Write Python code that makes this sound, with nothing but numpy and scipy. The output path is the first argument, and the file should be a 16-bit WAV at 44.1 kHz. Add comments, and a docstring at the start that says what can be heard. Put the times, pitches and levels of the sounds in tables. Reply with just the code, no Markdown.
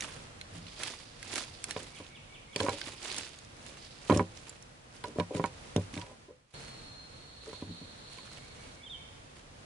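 """Thin wooden stakes knock and bounce as they are stood upright in holes in a plywood board, close by.
Each knock makes the board ring briefly, and a stake dragging in its hole makes it groan.
The stakes click and scrape against each other, and gloves brush along them.
Behind the work, birds whistle and trill from the trees over a soft garden hush."""
import sys
import numpy as np
from scipy import signal
from scipy.fft import rfft, irfft, next_fast_len
from scipy.io import wavfile

SR = 44100
rng = np.random.default_rng(int(sys.argv[2]) if len(sys.argv) > 2 else 0)


def bounce(signal):
    """Save signal as a 16-bit WAV file at the path given by the first command-line argument."""
    frames = np.transpose(np.atleast_2d(signal))
    limited = np.clip(frames, -1, 1)
    pcm = np.round(limited * 32767).astype(np.int16)
    wavfile.write(sys.argv[1], SR, pcm)


N = 425565
TIME = np.arange(N) / SR


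# The tones the board rings with: pitch_hz, level_db, ring_s (time to fade by 60 dB)
BOARD_TONES = [(99.3, 1.5, 0.249), (111.5, -5.5, 0.12), (172.8, 1.5, 0.19), (233.6, 0, 0.1285),
               (258.8, -5, 0.17), (292.1, 5, 0.088), (325.7, -6, 0.2), (404.2, 1, 0.1296),
               (443.7, 5.5, 0.0575), (517.67, -2, 0.213), (550.8, -5.5, 0.091), (590.6, 0, 0.1216),
               (641.2, -13, 0.12), (721.6, -6.5, 0.088), (785.2, -6.5, 0.144), (980.1, 8.5, 0.0896),
               (1063.5, 2.5, 0.0835), (1065, -17.5, 0.041), (1343, -23, .06), (1463.5, -10, 0.109),
               (1665.4, -8, 0.046), (1889, -13, 0.099), (2199, -5, 0.045), (2352, -16.5, 0.095)]
# The board's high, middle and low ranges: from_hz, to_hz
BOARD_RANGES = [(760, 3000), (340, 760), (0, 340)]
# A stake end hits the board: start_s, high_db, middle_db, low_db
KNOCKS = [(1.764, -34.5, -34, -44), (2.002, -47.5, -46.5, -45), (2.561, -41, -34, -41),
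          (2.603, -31.5, -32.5, -36.5), (2.612, -39, -31.5, -33), (2.6644, -29, -41, -52.5),
          (2.685, -23.5, -31, -41.5), (2.693, -49, -35.5, -42.5), (2.872, -55.5, -51, -46.5),
          (4.098, -19.5, -21, -31.5), (4.108, -24, -35, -20), (4.115, -26, -39, -32.5),
          (4.125, -31, -22, -33), (4.136, -36, -30, -25.5), (4.163, -37.5, -45, -22.5),
          (4.177, -36.5, -43.5, -44.5), (4.195, -21.5, -29, -42), (4.203, -36, -29, -26),
          (5.042, -31.5, -39.5, -51), (5.186, -40.5, -28.5, -32), (5.198, -31, -30.5, -35),
          (5.206, -32, -49, -35.5), (5.347, -48, -34.5, -32), (5.397, -32, -29, -32),
          (5.441, -22, -34, -36.5), (5.762, -43.5, -26, -24.5), (5.779, -44, -31, -29),
          (5.933, -50, -51, -40), (5.967, -52.5, -48.5, -37), (5.977, -52.5, -47.5, -40),
          (7.531, -44.5, -45.5, -50), (7.624, -48.5, -44, -36.5), (7.814, -61.5, -55.5, -43.5),
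          (8.184, -49, -65.5, -66)]

def knocks(high_gain_db=-7, middle_gain_db=-3, low_gain_db=-1, right_db=6):
    """Each blow rings the board's high, middle and low tones, plus a blur of tones that die fast."""
    out, t = np.zeros((2, N)), TIME[:SR // 4]
    groups = [[tone for tone in BOARD_TONES if lo <= tone[0] < hi] for lo, hi in BOARD_RANGES]
    for start, high_db, middle_db, low_db in KNOCKS:
        ringing = [ring(tones, t, scatter_db=2.5, detune=.008) for tones in groups]
        high, middle, low = (unit(sound, seconds=.015) for sound in ringing)
        blur = band(spread(noise(len(t)), EAR_WIDTH), 600, 1500, order=3) * fade(t, .06)
        bright = undb(high_db + high_gain_db) * (high + .35 * unit(blur, seconds=.015))
        body = undb(middle_db + middle_gain_db) * middle
        thud = undb(low_db + low_gain_db) * low
        blow = bright * pan(right_db) + body * pan(right_db / 3) + thud
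        # the stake stays pressed on the wood and soaks up part of the first swing
        add(out, start, blow * (.653 + .5 * fade(t, .124)))
    # the knocks keep almost nothing below the board's lowest tone, and little treble above 4 kHz
    return band(band(out, 81, 9000, order=5), 20, 4000)


# The tones of a thin stake as it bends: pitch_hz, level_db, ring_s
STAKE_TONES = [(1578, 2.5, 0.031), (2148, 0.5, 0.0218), (2816, -6, 0.03), (3606, -4.5, 0.027),
               (4375, 5, 0.036), (5210, 3.5, 0.0325), (6380, 4.5, 0.027), (6987, -7, 0.014),
               (9637, 8.5, 0.0214)]
# One stake hits another: start_s, clack_db (lower part), snap_db (higher part)
CLICKS = [(0.0074, -28.5, -31.5), (0.022, -29.5, -42), (0.413, -31.5, -45), (0.6667, -39.5, -63.5),
          (0.8342, -23.5, -31.5), (0.8798, -30.5, -50), (1.228, -33.5, -40), (1.331, -32.5, -42.5),
          (1.3573, -25, -30), (1.6411, -29.5, -29), (1.7089, -26.5, -32), (1.7652, -32, -54.5),
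          (2.561, -20.5, -30), (2.603, -20, -38.5), (2.608, -35, -39), (2.6631, -37, -52),
          (2.693, -28.5, -37), (2.8148, -26.5, -53), (2.8724, -47.5, -56.5), (3.1251, -35.5, -39),
          (3.1638, -36, -36.5), (3.1829, -32, -31), (3.388, -46.5, -47.5), (3.6642, -44, -45),
          (4.0994, -27, -40), (4.121, -31.5, -54), (4.174, -46, -32), (4.4944, -48, -40),
          (4.625, -57.5, -47.5), (5.0397, -30.5, -47), (5.1986, -26.5, -48.5), (5.349, -34, -46.5),
          (5.44, -33, -47), (5.4594, -35.5, -44), (5.763, -26.5, -34.5), (5.9401, -35.5, -43.5),
          (5.976, -33, -57.5), (6.015, -37, -64.5), (7.5304, -44.5, -63), (8.1852, -39.5, -60)]

def clicks(clack_gain_db=-6, snap_gain_db=1, crack_db=5, tail_db=-24, right_db=5):
    """Stakes meet with a dry crack and a short ring, tuned a little differently each time."""
    out, t = np.zeros((2, N)), TIME[:SR // 12]
    for start, clack_db, snap_db in CLICKS:
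        crack = spread(noise(len(t)), EAR_WIDTH) * (fade(t, .009) + undb(tail_db) * fade(t, .08))
        stake = unit(ring(STAKE_TONES, t, scatter_db=2.5, detune=.07), seconds=.004)
        hit = stake + undb(crack_db) * unit(crack, seconds=.0012)
        clack = unit(band(hit, 1960, 3778), seconds=.00238)
        snap = unit(band(hit, 5140, 9110), seconds=.00158)
        add(out, start, undb(clack_db + clack_gain_db) * clack + undb(snap_db + snap_gain_db) * snap)
    return out * pan(right_db)


# A stake slides along the others: fastest_s, rise_s, fall_s, level_db
STAKE_SLIDES = [(0.03, 0.15, .22, -45.5), (.56, 0.0625, 0.064, -50), (.83, 0.088, 0.19, -41),
                (1.25, 0.054, 0.22, -54), (1.37, 0.1294, 0.133, -40), (1.70, 0.1174, 0.0593, -43),
                (1.775, 0.048, 0.209, -50.5), (1.99, 0.086, 0.178, -52.5), (2.62, 0.0864, 0.277, -42),
                (2.87, 0.195, 0.152, -47), (3.085, 0.1126, 0.284, -40), (3.2, 0.156, 0.083, -54.5),
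                (3.68, 0.164, 0.39, -54), (4.165, 0.1795, 0.0796, -43), (4.37, 0.09, 0.109, -53.5),
                (4.48, 0.083, 0.22, -55.5), (4.96, 0.06, 0.075, -55), (5.045, 0.0315, 0.134, -53),
                (5.195, 0.045, 0.066, -54.5), (5.37, 0.051, 0.051, -48), (5.46, 0.043, 0.0326, -49),
                (5.62, 0.28, 0.35, -60.5), (5.82, 0.084, 0.042, -51.5), (5.95, 0.033, 0.161, -47.5),
                (6.63, 0.1035, 0.17, -51), (7.49, 0.112, 0.277, -53), (8.11, 0.041, 0.305, -55.5),
                (8.37, 0.201, 0.088, -52), (8.66, 0.54, 0.23, -59.5), (9.385, 0.046, 0.042, -57)]
# A glove brushes along the stakes: fastest_s, rise_s, fall_s, level_db
GLOVE_STROKES = [(0.04, 0.048, 0.22, -55), (.68, 0.285, 0.18, -53), (.86, 0.35, 0.487, -46.5),
                 (1.4, 0.23, 0.27, -45), (1.8, 0.59, 0.32, -51.5), (2.76, 0.164, 0.33, -46.5),
                 (3.11, 0.148, 0.275, -40.5), (3.67, 0.026, 0.044, -50), (3.86, 0.23, 0.55, -52)]
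# Rubbed bark, from bass to treble: pitch_hz, level_db
BARK_COLOUR = [(120, -35), (200, -2.5), (252, -3), (351, 3), (429, -2), (607, -1.5), (728, -3), (982, -2.5),
               (1610, -3.5), (2480, -2), (10500, -11), (13600, -96), (22000, -120)]
# A rubbing glove, from bass to treble: pitch_hz, level_db
GLOVE_COLOUR = [(900, -25), (2000, -7), (3300, -1.5), (4800, 0.5), (6500, -12), (10500, -17.5)]

def scraping(bark_db=1, glove_db=-3, flutter_db=2.5, right_db=5.5):
    """Bark rasps on bark, and gloves brush more softly along the stakes."""
    bark = unit(colour(rub(catches_per_s=600, catch_db=6), BARK_COLOUR))
    cloth = unit(colour(rub(catches_per_s=1200, catch_db=5), GLOVE_COLOUR))
    rasp = bark * strokes(STAKE_SLIDES) * snags() * undb(bark_db + flutter_db * wander(60))
    brush = cloth * strokes(GLOVE_STROKES) * undb(glove_db + flutter_db * wander(80))
    return (rasp + brush) * pan(right_db)


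def rub(catches_per_s, catch_db):
    """Fibres catch and slip in tiny ticks over a smooth hiss; each octave has its own ticks."""
    out = 0
    for hz in 125 * 2 ** np.arange(7):
        caught = rng.random(N) < catches_per_s / SR
        ticks = caught * undb(catch_db * np.minimum(rng.exponential(size=N), 3))
        grain = np.sqrt(trail(ticks ** 2, decay_s=.001))
        out = out + band(noise(N), hz, 2 * hz) * (unit(grain) + .5)
    return spread(out, EAR_WIDTH)


def strokes(rows, swell_db=18.5):
    """A stroke gains swell_db as it speeds up over its rise, and loses it again over its fall."""
    power = np.zeros(N)
    for peak, rise, fall, db in rows:
        near = slice(max(int((peak - 2 * rise) * SR), 0), int((peak + 2 * fall) * SR))
        away = np.maximum((peak - TIME[near]) / rise, (TIME[near] - peak) / fall)
        power[near] += undb(db - swell_db * away) ** 2
    return np.sqrt(power)


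def snags(snags_per_s=40, size_db=6):
    """Knots in the bark catch now and then; each makes the rasp flare for an instant."""
    catches = (rng.random(N) < snags_per_s / SR) * rng.random(N)
    return 1 + undb(size_db) * trail(catches, decay_s=.00193)


# A stake drags in its hole: start_s, length_s, level_db, pitch_hz (rough middle of the groan)
DRAGS = [(.5, 0.209, -51.5, 156), (2.611, 0.044, -36, 444), (2.691, 0.0643, -44.5, 470),
         (4.13, 0.0906, -37, 585), (5.047, 0.072, -49.5, 370), (5.149, 0.023, -43, 410),
         (5.292, 0.0894, -40, 526), (5.973, 0.0718, -51.5, 1010), (6.029, 0.1127, -56.5, 617),
         (6.277, 0.031, -52.5, 440), (7.463, 0.0523, -46, 490), (7.665, 0.0466, -44, 188.8)]

def drags(slips_per_s=260):
    """A stake sticks and slips against the rim of its hole and makes the board groan."""
    out = np.zeros((2, N))
    for start, length, db, hz in DRAGS:
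        size = int(length * SR)
        slips = (rng.random(size) < slips_per_s / SR) * rng.uniform(.23, 1, size)
        slips *= signal.windows.tukey(size, .3)  # ease in and out
        board = ring(BOARD_TONES, TIME[:SR // 6], scatter_db=3, detune=.02)
        groan = band(signal.fftconvolve(slips[None], board), hz / 1.55, hz * 1.325)
        add(out, start, undb(db) * unit(groan, seconds=length))
    return out


# A songbird's call, a low rising note then a falling one: delay_s, length_s, from_hz, to_hz
SONG_CALL = [(0, .075, 2120, 2400), (.06, .042, 3950, 2120)]
# Runs of that call: start_s, end_s, rising_db, falling_db, direct_db (gain of the unechoed sound)
SONG_PHRASES = [(1.892, 2.75, -54, -48.5, -8), (8.37, 8.96, -56, -61, -12)]

def song_notes(repeat_s=.191, pitch_scatter=.0148):
    """List the songbird's notes: it repeats its call evenly, never at quite the same pitch."""
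    notes = []
    for start, end, rising_db, falling_db, direct_db in SONG_PHRASES:
        for at in np.arange(start, end, repeat_s):
            for (delay, length, from_hz, to_hz), db in zip(SONG_CALL, (rising_db, falling_db)):
                tune = 1 + pitch_scatter * rng.standard_normal()
                notes.append((at + delay, length, from_hz * tune, to_hz * tune, db, direct_db))
    return notes


# Other birds' held whistle and quick warble: start_s, length_s, from_hz, to_hz, level_db, direct_db
BIRD_NOTES = [(6.535, 0.366, 4270, 4284, -56.5, 0.5), (6.873, 0.212, 4239, 4204, -54, 3),
              (7.081, 0.309, 4240, 4330, -58.5, -2), (8.828, 0.0368, 3380, 3628, -49.5, 0),
              (8.859, 0.0274, 3376, 2988, -48, 2.5), (8.891, 0.042, 3800, 3340, -44.5, 0.5),
              (8.924, 0.0441, 3360, 2980, -44, 2.5)]

def bird_whistles(echo_db=-1, echo_s=1.0, right_db=3):
    """Birds sing gliding notes, heard largely as an echo from the trees."""
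    song, direct = np.zeros((2, 1, N))
    wobble = .013 * wander(300)
    for start, length, from_hz, to_hz, db, direct_db in BIRD_NOTES + song_notes():
        size = int(length * SR)
        quickness = min(.06 / length, 1)  # long notes are steadier than quick ones
        waver = np.sqrt(quickness) * wobble[int(start * SR):][:size]
        hz = np.geomspace(from_hz, to_hz, size) * (1 + waver)
        loudness = undb(db) * signal.windows.tukey(size, quickness / 2)
        note = loudness * np.sin(2 * np.pi * np.cumsum(hz) / SR)[None]
        add(song, start, note)
        add(direct, start, note * undb(direct_db))
    t = TIME[:SR]
    trees = noise(SR) * (fade(t, echo_s) + fade(t, .07) / 2)
    echo = signal.fftconvolve(song, unit(trees) / np.sqrt(SR))[:, :N]
    return (direct + undb(echo_db) * echo) * pan(right_db)


# How the trill swells and fades: time_s, level_db
TRILL_LEVELS = [(6.54, -57), (7.1, -62.5), (7.5, -54), (7.9, -54.5), (8.25, -54.5), (8.5, -61),
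                (8.8, -67.5)]
# The trill's narrow band of treble: pitch_hz, level_db
TRILL_COLOUR = [(2500, -28.5), (3200, -10.5), (4100, -0.5), (4400, 3.5), (4750, -28), (6000, -37)]

def bird_trill(flutter_db=2, right_db=3):
    """A distant bird buzzes: a high, narrow hiss whose level flutters."""
    level_db = np.interp(TIME, *np.transpose(TRILL_LEVELS), left=-120, right=-120)
    level_db += flutter_db * wander(40)
    return unit(colour(noise(N), TRILL_COLOUR)) * undb(level_db) * pan(right_db)


# The garden air, from bass to treble: pitch_hz, level_db
GARDEN_COLOUR = [(15, -35), (25, -1.5), (143, 2), (166, -4.5), (249, -5), (413, -12), (469, -6.5),
                 (532, -9), (758, -12.5), (952, -14.5), (2750, -18), (3540, -19.5), (10500, -28),
                 (13600, -116.5), (22000, -120)]
# How wide the garden sounds: pitch_hz, width_db (higher means the ears differ more)
GARDEN_WIDTH = [(60, -18), (110, -16), (190, -8.5), (340, -1.5), (610, 0.5), (1100, 3.5), (1960, 1.5),
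                (3510, 0.5), (6280, 2), (11200, -1.5)]
# The hush, which fades away briefly and comes back at once: time_s, level_db
HUSH_LEVELS = [(0, -49.5), (2.4, -53.5), (4.8, -52), (5.9, -50.5), (6.25, -54.5), (6.42, -67), (6.532, -77),
               (6.541, -50), (7.5, -52), (9.65, -52)]

def garden(waver_db=1.64, right_db=1):
    """Distant rumble and leaves blend into a gently wavering hush."""
    air = unit(colour(spread(noise(N), GARDEN_WIDTH), GARDEN_COLOUR))
    return air * undb(curve(HUSH_LEVELS, TIME) + waver_db * wander(6)) * pan(right_db)


# How wide the nearby sounds are: pitch_hz, width_db
EAR_WIDTH = [(100, -20), (400, -21), (1000, -10.5), (2500, -2.5), (8000, -1)]

def ring(tones, t, scatter_db, detune):
    """Struck wood rings with fading tones; the spot that is hit sets how strong each one is."""
    hz, db, ring_s = np.transpose(tones)[:, :, None]
    strength, shift, lag, direction = rng.standard_normal((4, len(tones), 1))
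    # most tones first swing the way they are pushed, which makes the start sharp
    push = np.sign(direction + 1) * undb(db + scatter_db * strength)
    waves = push * fade(t, ring_s) * np.exp(2j * np.pi * hz * (1 + detune * shift) * t)
    # high tones reach the two ears out of step
    turn = np.exp(1j * lag * undb(curve(EAR_WIDTH, hz)))
    return np.array([(waves * turn).imag.sum(0), (waves / turn).imag.sum(0)])


def undb(db):
    """Turn decibels into a number to multiply by."""
    return 10 ** (np.asarray(db) / 20)


def curve(rows, at):
    """Read along straight lines between the rows of a table."""
    return np.interp(at, *np.transpose(rows))


def unit(x, seconds=None):
    """Scale to an average power of 1, over the whole sound or its first moments."""
    head = x if seconds is None else x[..., :int(seconds * SR)]
    return x / np.sqrt(np.mean(head ** 2) + 1e-20)


def pan(right_db):
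    """Left and right gains that make the right ear louder by right_db."""
    return undb(np.array([[-right_db], [right_db]]) / 2)


def noise(size):
    """Two unrelated hisses."""
    return rng.standard_normal((2, size))


def colour(x, points):
    """Turn each pitch up or down by a table of pitch_hz, level_db."""
    hz, db = np.transpose(points)
    size = next_fast_len(x.shape[-1])
    freqs = np.maximum(np.fft.rfftfreq(size, 1 / SR), 1)
    gain = undb(np.interp(np.log(freqs), np.log(hz), db))
    return irfft(rfft(x, size) * gain, size)[..., :x.shape[-1]]


def band(x, lo_hz, hi_hz, order=2):
    """Keep the sound between two pitches."""
    edges_hz = [max(lo_hz, 20), min(hi_hz, .45 * SR)]
    return signal.sosfilt(signal.butter(order, edges_hz, "band", fs=SR, output="sos"), x)


def spread(pair, width):
    """Two unrelated sounds become left and right: alike in the bass, different in the treble."""
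    side = colour(pair[1], width)
    return np.array([pair[0] + side, pair[0] - side])


def wander(turns_per_s):
    """A random drift, mostly between -1 and 1."""
    points = rng.standard_normal(int(N / SR * turns_per_s) + 2)
    return np.interp(TIME * turns_per_s, np.arange(len(points)), points)


def fade(t, ring_s):
    """Die away by 60 dB every ring_s seconds."""
    return np.exp(-np.log(1000) * t / ring_s)


def trail(ticks, decay_s):
    """Give each tick a fading tail."""
    return signal.lfilter([1], [1, -np.exp(-1 / (decay_s * SR))], ticks)


def add(out, start, sound):
    """Mix a sound in at a time in seconds."""
    i = max(int(start * SR), 0)
    out[:, i:i + sound.shape[-1]] += sound[:, :N - i]


def scene():
    """The work at the board, with the birds and the garden behind it."""
    return knocks() + clicks() + scraping() + drags() + bird_whistles() + bird_trill() + garden()


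def record(dry):
    """Cut off the highest treble steeply."""
    top_hz = 10850
    return signal.sosfiltfilt(signal.ellip(10, .1, 60, top_hz, fs=SR, output="sos"), dry)


dry = scene()
out = record(dry)
bounce(out)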